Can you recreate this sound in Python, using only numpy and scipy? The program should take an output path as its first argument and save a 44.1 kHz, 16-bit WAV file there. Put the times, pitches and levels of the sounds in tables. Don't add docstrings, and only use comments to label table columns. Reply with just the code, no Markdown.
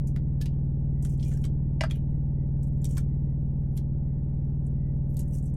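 import sys
import numpy as np
from scipy import signal
from scipy.fft import rfft, irfft, next_fast_len
from scipy.io import wavfile
from scipy.ndimage import uniform_filter1d

SR = 44100
rng = np.random.default_rng(int(sys.argv[2]) if len(sys.argv) > 2 else 0)


def store_wav(level_fs):
    pcm = np.round(np.clip(np.atleast_2d(level_fs), -1, 1) * 32767)
    wavfile.write(sys.argv[1], SR, pcm.T.astype(np.int16))


def invert_db(x):
    u = np.asarray(x, float) / 20
    return 10 ** u


N = 245195

# (multiple of turn rate, level [dB])
MOTOR_ORDERS = [(1, -38), (2, -47), (3, -35), (4, -38), (5, -43), (6, -46), (7, -31), (8, -36), (9, -45),
                (10, -52), (11, -53), (12, -47), (13, -53), (14, -61), (15, -59), (16, -55), (17, -66),
                (18, -70), (19, -61), (20, -66), (21, -64), (22, -73), (23, -69), (24, -71), (25, -74),
                (26, -78), (27, -74), (28, -88), (29, -83), (30, -77)]
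MOTOR_PATHS = [(1, .09), (4, -.01), (6, .095), (9, .3225), (13, -.13), (21, -.1425)]
# (pitch [Hz], level [dB], wander [Hz])
FAN_TONES = [(40.66, -45.5, 0.15), (119.3, -48, .3), (158.5, -54, 0.56), (200.7, -48.5, .3),
             (213.4, -64.5, 0.27), (246, -71, 0.75), (316, -61, 1.3), (484.7, -66.5, .6), (575, -64, .3),
             (1966, -89.5, 2.1)]
# (frequency [Hz], density [dB per Hz])
AIR_SPECTRUM = [(8, -56.5), (18, -67.5), (34, -66.5), (64, -65.5), (185, -67), (240, -71.5), (540, -87.5),
                (900, -90.5), (1080, -106), (1950, -111), (2300, -119), (3500, -124), (5000, -131),
                (16000, -140)]
# (time [s], peak [dB], piece size [mm], thud into the egg re peak [dB],
# fall above the pitch [dB per octave])
CRACKS = [(.162, -42, 10.4, 11.5, 6), (0.4082, -49, 5.4, 5, 5), (0.414, -32.5, 7, -14, 4.5),
          (0.4577, -34, 7.7, -3.5, 8), (1.0497, -36, 3.5, -3, 15), (1.1962, -40.5, 5.9, -28, 32),
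          (1.2276, -35, 5.04, -27, 29), (1.315, -50.5, 4.2, 15.5, 25), (1.373, -48, 3.3, 6, 11),
          (1.4401, -38.5, 9.4, 2, 6.5), (1.4504, -36.5, 3.5, -0.5, 27), (1.809, -18, 5, -1.5, 27.5),
          (1.8353, -28.5, 5.9, 16.5, 15), (1.8994, -42, 7.8, 6, 10.5), (1.9097, -33, 7.6, 2.3, 8),
          (1.956, -52, 2.8, 8, 4.5), (2.8436, -33, 4.2, -23, 10.5), (2.8529, -32.5, 4.2, -21, 13),
          (2.9687, -30, 5.6, 2.5, 11), (2.979, -33.5, 3.6, 7, 9), (3.7674, -42.5, 2.2, -8, 15),
          (3.775, -38, 5.2, -3.5, 6), (5.1684, -37, 3.3, -20, 9), (5.192, -31.5, 2.9, -26, 15)]
# (time [s], peak [dB])
FLAKES = [(0.0716, -40), (1.0248, -39), (1.0954, -46), (1.1234, -61), (1.1753, -54), (2.6312, -44.5),
          (2.7268, -62), (2.7746, -60), (2.8173, -49.5), (2.8893, -44.5), (2.909, -40), (2.9285, -49),
          (2.9497, -45), (5.3426, -45), (5.3504, -43), (5.3713, -46), (5.3845, -45.5)]
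# (time [s], peak [dB])
SLIVERS = [
    (4.648, -59.5),
    (4.666, -46.5),
    (5.279, -49),
    (5.425, -46),
    (5.439, -47),
    (5.456, -42),
    (5.5398, -50),
]
# (time [s], peak [dB], size [mm])
CRUMBS = [(2.03, -70.5, 2.8), (2.6723, -52, 2.6), (2.6816, -50, 2.9), (3.3967, -69.5, 2.2),
          (3.6005, -66.5, 2.8), (3.7285, -59.5, 2.6), (3.757, -50.5, 2.8), (3.7997, -59, 2.3),
          (3.8332, -61.5, 3.1), (4.3534, -70, 4.3), (4.7835, -71, 4), (4.96, -71, 2.6),
          (5.0759, -62.5, 3.6), (5.0968, -63, 2.7), (5.128, -54, 2.1), (5.1436, -45.5, 3.6),
          (5.3094, -45.5, 3.16)]
# (frequency [Hz], level [dB])
THUD_SPECTRUM = [(420, -40.5), (650, -14.5), (1600, -1), (3600, -20)]
# (centre [Hz], width [Hz], lift [dB])
HAND_MODES = [(3140, 630, 6), (4740, 300, 0.5), (6140, 1400, 1), (8484, 310, 6), (11200, 460, 6),
              (13000, 500, 4.5)]
# (time at full level [s], hold [s], level [dB], size of loose bits [mm])
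RUBS = [(0.077, 0.0051, -60.5, 4.6), (.485, 0.047, -76.5, 8.1), (1.041, 0.1, -60.5, 4.6),
        (1.201, 0.033, -58, 6), (1.251, .1, -54.5, 5.35), (1.399, .06, -64.5, 4.9),
        (1.916, 0.064, -63.5, 8.5), (2.077, 0.019, -81, 9.5), (2.901, 0.024, -56, 5.3),
        (2.967, 0.034, -60.5, 3.6), (3.771, .003, -63, 7.4), (5.094, 0.06, -70.5, 2.5),
        (5.2, 0.0053, -50.5, 4.9), (5.258, 0.031, -70, 3), (5.327, 0.042, -58.5, 3.3),
        (5.458, 0.034, -69, 4.9), (5.55, .005, -82, 3.5)]
# (time [s], pitch [Hz], level [dB], t60 [s])
PINGS = [(.162, 1470, -48.5, 0.05), (.17, 642, -50, 0.042), (.4125, 1726, -47, 0.066),
         (.46, 920, -49.5, .06), (1.05, 1570, -55, .05), (1.255, 2400, -60, 0.24),
         (1.314, 1495, -58, 0.076), (1.322, 1780, -56, 0.086), (1.345, 1590, -59, .08),
         (1.451, 1150, -52, .04), (1.8, 334, -48, 0.058), (1.9095, 3300, -32.5, 0.021),
         (1.94, 3050, -62.5, .15), (.528, 3150, -70.5, .12), (2.8525, 5600, -38, .022),
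         (2.979, 2320, -46.5, 0.051), (4.648, 8050, -72, 0.056), (5.335, 2850, -68.5, 0.098),
         (5.4262, 8360, -62, .04), (5.4562, 8330, -56, 0.037)]
# (time [s], strength [dB])
KNOCKS = [
    (1.8082, -26),
    (1.8358, -28),
]
# (pitch [Hz], level on first knock [dB], level on second [dB], t60 [s])
BOWL_MODES = [(555.5, -6, -10, .05), (642.5, 1, 3, .06), (704, -7, -7, .04), (766, -4, -9, 0.0531),
              (860.4, -6, -5, 0.036), (963, -3.5, -9.5, 0.038), (1220, -20, -11, 0.019),
              (1583, -12, -8.5, .08), (2010, 2.5, -16, 0.022), (2355, -5.5, -12.5, 0.049),
              (2850, -3, -14, .035), (3390, -12, -19.5, .03), (4454, -12, -17, 0.03)]

MOTOR_HZ, MOTOR_DB = 19.192, 0.59
MOTOR_DRIFT_TURNS, MOTOR_WOBBLE_DB = 0.008, 0.79
PIECE_HZ_MM = 28000
EDGE_HZ, EDGE_DB = 14500, -7
FLAKE_MM, SLIVER_MM = 3.87, 3.3
# (rise below the pitch [dB per octave], ring t60 [s])
CRACK_KIND = (10, 0.075)
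# (thud re peak [dB], fall above the pitch [dB per octave], rise below it [dB per octave], ring t60 [s])
FLAKE_KIND = (-12.5, 14, 25, 0.1)
SLIVER_KIND = (-23, 30, 30, 0.08)
CRUMB_KIND = (-13, 11.5, 18.5, 0.01)
RUB_BELOW_DB_OCT, RUB_ABOVE_DB_OCT = 15.5, 9
RUB_RISE_DB_S, RUB_FALL_DB_S, RUB_SPAN_DB = 1100.5, 521.5, 29
GATE_DB, GATE_DEPTH_DB, GATE_FROM_HZ = -121, -10, 2150
HISS_DB, TICK_DB, TOP_HZ = -102, -63.5, 16100


def unit(x):
    return x / np.sqrt(np.mean(x ** 2) + 1e-30)


def walk(rate_hz):
    hold = int(SR / rate_hz)
    steps = np.repeat(rng.standard_normal(N // hold + 1), hold)
    return 1.3 * uniform_filter1d(uniform_filter1d(steps, hold), hold)[:N]


def shape(x, gain):
    size = next_fast_len(len(x))
    f = np.arange(size // 2 + 1) * SR / size + 1
    return irfft(rfft(x, size) * gain(f), size)[:len(x)]


def band(x, hz, octaves):
    return shape(x, lambda f: np.exp(-(np.log2(f / hz) / octaves) ** 4))


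def add(out, x, s):
    i = int(s * SR)
    out[i:i + len(x)] += x[:N - i]


def motor(size=4096):
    order, db = np.transpose(MOTOR_ORDERS)
    envelope_db = np.interp(np.arange(65), np.r_[0, order, 64], np.r_[-60, db, -110])
    cepstrum = irfft(np.log(invert_db(envelope_db)))
    phase = rfft(cepstrum * np.r_[1, np.full(63, 2), 1, np.zeros(63)]).imag
    angle, pulse = np.arange(size) / size, 0
    for k, level_db in zip(order, db):
        lag_turns = [lag for first, lag in MOTOR_PATHS if first <= k][-1]
        pulse = pulse + invert_db(level_db) * np.cos(2 * np.pi * k * (angle - lag_turns) + phase[int(k)])
    turns = MOTOR_HZ * np.arange(N) / SR + MOTOR_DRIFT_TURNS * walk(0.94)
    level = np.sqrt(2) * invert_db(MOTOR_DB + MOTOR_WOBBLE_DB * walk(2.4))
    return level * np.interp(turns, angle, pulse, period=1)


def fan():
    out = np.zeros(N)
    for hz, db, wander_hz in FAN_TONES:
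        swell_db, swell_hz = (5.85, 14.2) if hz > 1500 else (1.25, 2.2)
        level = np.sqrt(2) * invert_db(db + swell_db * walk(swell_hz))
        out += level * np.sin(2 * np.pi * np.cumsum(hz + wander_hz * walk(1.8)) / SR)
    return out


def air():
    hz, db = np.transpose(AIR_SPECTRUM)
    noise = shape(rng.standard_normal(N),
                  lambda f: invert_db(np.interp(np.log(f), np.log(hz), db)) * np.sqrt(SR / 2))
    out = noise.copy()
    for centre_hz in 800 * 2 ** np.arange(0, 2.6, 0.25):
        flicker_db = min(centre_hz / 800, 2.2)
        out += band(noise, centre_hz, 0.125) * (invert_db(flicker_db * walk(25)) - 1)
    return out


def hands_db(f):
    return sum(db / (1 + ((f - hz) / (width / 2)) ** 2) for hz, width, db in HAND_MODES)


def piece_db(f, mm, below_db_oct, above_db_oct):
    octaves = np.log2(f * mm / PIECE_HZ_MM)
    return np.where(octaves < 0, below_db_oct * octaves, -above_db_oct * octaves)


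def breaks():
    cracks = [tuple(row) + CRACK_KIND for row in CRACKS]
    flakes = [tuple(row) + (FLAKE_MM,) + FLAKE_KIND for row in FLAKES]
    slivers = [tuple(row) + (SLIVER_MM,) + SLIVER_KIND for row in SLIVERS]
    crumbs = [tuple(row) + CRUMB_KIND for row in CRUMBS]
    return cracks + flakes + slivers + crumbs


def snaps(size=8192):
    out, t = np.zeros(N), np.arange(size) / SR
    f = np.arange(size // 2 + 1) * SR / size + 1
    thud_hz, thud_spectrum_db = np.transpose(THUD_SPECTRUM)
    for s, db, mm, thud_db, above, below, t60 in breaks():
        clumps = uniform_filter1d(rng.standard_normal(size), 30) * np.sqrt(30)
        shower = rng.standard_normal(size) * invert_db(2.7 * clumps)
        fade = np.exp(-t / 0.0015) + 0.56 * invert_db(-60 * t / t60)
        burst = shower * fade * np.minimum(t / 0.0013, 1)
        egg = invert_db(thud_db + np.interp(np.log(f), np.log(thud_hz), thud_spectrum_db))
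        egg = egg / (1 + (f / thud_hz[-1]) ** 2)
        tilt_db = 20 * np.log10(invert_db(piece_db(f, mm, below, above)) + egg)
        tilt_db = tilt_db + EDGE_DB / (1 + (EDGE_HZ / f) ** 12)
        flake_db = 4.0 * np.interp(f, np.linspace(0, SR / 2, 128), rng.standard_normal(128))
        colour = irfft(np.log(invert_db(tilt_db + flake_db + hands_db(f))))
        colour[1:size // 2] *= 2
        colour[size // 2 + 1:] = 0
        snap = irfft(rfft(burst) * np.exp(rfft(colour)), size)
        add(out, snap * invert_db(db - 3.5), s - 0.0005)
    return out


def patchy(x, depth_db, size=512):
    z = signal.stft(x, nperseg=size)[2]
    field = uniform_filter1d(uniform_filter1d(rng.standard_normal(z.shape), 6, axis=0), 7, axis=1)
    return signal.istft(z * invert_db(depth_db * unit(field)), nperseg=size)[1][:N]


def rubs():
    t = np.arange(N) / SR
    click_db = 2.5 * np.minimum(rng.exponential(size=N), 3)
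    clicks = (rng.random(N) < 900 / SR) * rng.standard_normal(N) * invert_db(click_db)
    tail = rng.standard_normal(600) * np.exp(-np.arange(600) / SR / 0.002)
    grit = unit(signal.fftconvolve(clicks, tail)[:N]) + 0.62 * rng.standard_normal(N)
    grit = patchy(shape(grit, lambda f: invert_db(0.62 * hands_db(f))), depth_db=3.0)
    bands = [(2900, 0.63), (7200, 0.55), (13200, 0.49)]  # (Hz, octaves)
    layers = [(hz, unit(band(grit, hz, octaves))) for hz, octaves in bands]
    out = np.zeros(N)
    for s, hold_s, db, mm in RUBS:
        down_db = RUB_RISE_DB_S * np.maximum(s - t, 0) + RUB_FALL_DB_S * np.maximum(t - s - hold_s, 0)
        stroke = invert_db(db - 1.0) * np.maximum(invert_db(-down_db) - invert_db(-RUB_SPAN_DB), 0)
        for hz, layer in layers:
            out += stroke * invert_db(piece_db(hz, mm, RUB_BELOW_DB_OCT, RUB_ABOVE_DB_OCT)) * layer
    return out


def pings(size=4096):
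    out, t = np.zeros(N), np.arange(size) / SR
    for s, hz, db, t60 in PINGS:
        ring = invert_db(db - 60 * t / t60) * np.sin(2 * np.pi * hz * t)
        add(out, ring * np.minimum(t / 0.0019, 1), s)
    return out


def knocks(size=8192):
    out, t = np.zeros(N), np.arange(size) / SR
    for k, (s, db) in enumerate(KNOCKS):
        ring = np.zeros(size)
        for m, mode in enumerate(BOWL_MODES):
            hz, mode_db, t60 = mode[0], mode[1 + k], mode[-1]
            ring += (-1) ** m * invert_db(mode_db - 60 * t / t60) * np.sin(2 * np.pi * hz * t)
        add(out, invert_db(db) * ring * np.minimum(t / 0.0008, 1), s)
        add(out, invert_db(db - 13.5) * ring * np.minimum(t / 0.000764, 1), s + 0.0031)
        rattle = band(rng.standard_normal(size), 880, 0.99) * invert_db(-60 * t / 0.042)
        add(out, invert_db(db) * rattle, s)
    return signal.sosfilt(signal.butter(4, 480, "high", fs=SR, output="sos"), out)


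def cab(x, t60=0.11, wet_db=-14):
    t = np.arange(SR // 4) / SR
    tail = band(rng.standard_normal(len(t)), 2500, 1.5) * invert_db(-60 * t / t60) * (t > 0.003)
    tail = tail / np.sqrt(np.sum(tail ** 2))
    return x + invert_db(wet_db) * signal.fftconvolve(x, tail)[:N]


def scene():
    peeling = snaps() + rubs() + pings() + knocks()
    return (motor() + fan() + air() + cab(peeling))[None]


def gate(x, size=512):
    settings = dict(nperseg=size, noverlap=size * 3 // 4, scaling="psd")
    f, _, z = signal.stft(x, SR, **settings)
    power = uniform_filter1d(uniform_filter1d(2 * np.abs(z) ** 2, 3, axis=0), 6, axis=1)
    over = (np.maximum(power, 0) / invert_db(2 * GATE_DB)) ** 2
    gain = np.maximum(over / (1 + over), invert_db(GATE_DEPTH_DB))
    gain[f < GATE_FROM_HZ] = 1
    return signal.istft(z * gain, SR, **settings)[1][:N]


def hiss_and_ticks():
    ticks = (rng.random(N) < 300 / SR) * (walk(13) > 0.1) * rng.uniform(-1, 1, N)
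    return invert_db(HISS_DB) * rng.standard_normal(N) + invert_db(TICK_DB) * band(ticks, 9500, 0.96)


def top_cut(x):
    return signal.sosfilt(signal.butter(12, 16480, fs=SR, output="sos"), x)


def record(dry):
    cut = signal.ellip(10, 0.2, 60, TOP_HZ, fs=SR, output="sos")
    mix = signal.sosfilt(cut, gate(dry[0]) + hiss_and_ticks())[None]
    return top_cut(mix)


dry = scene()
out = record(dry)
store_wav(out)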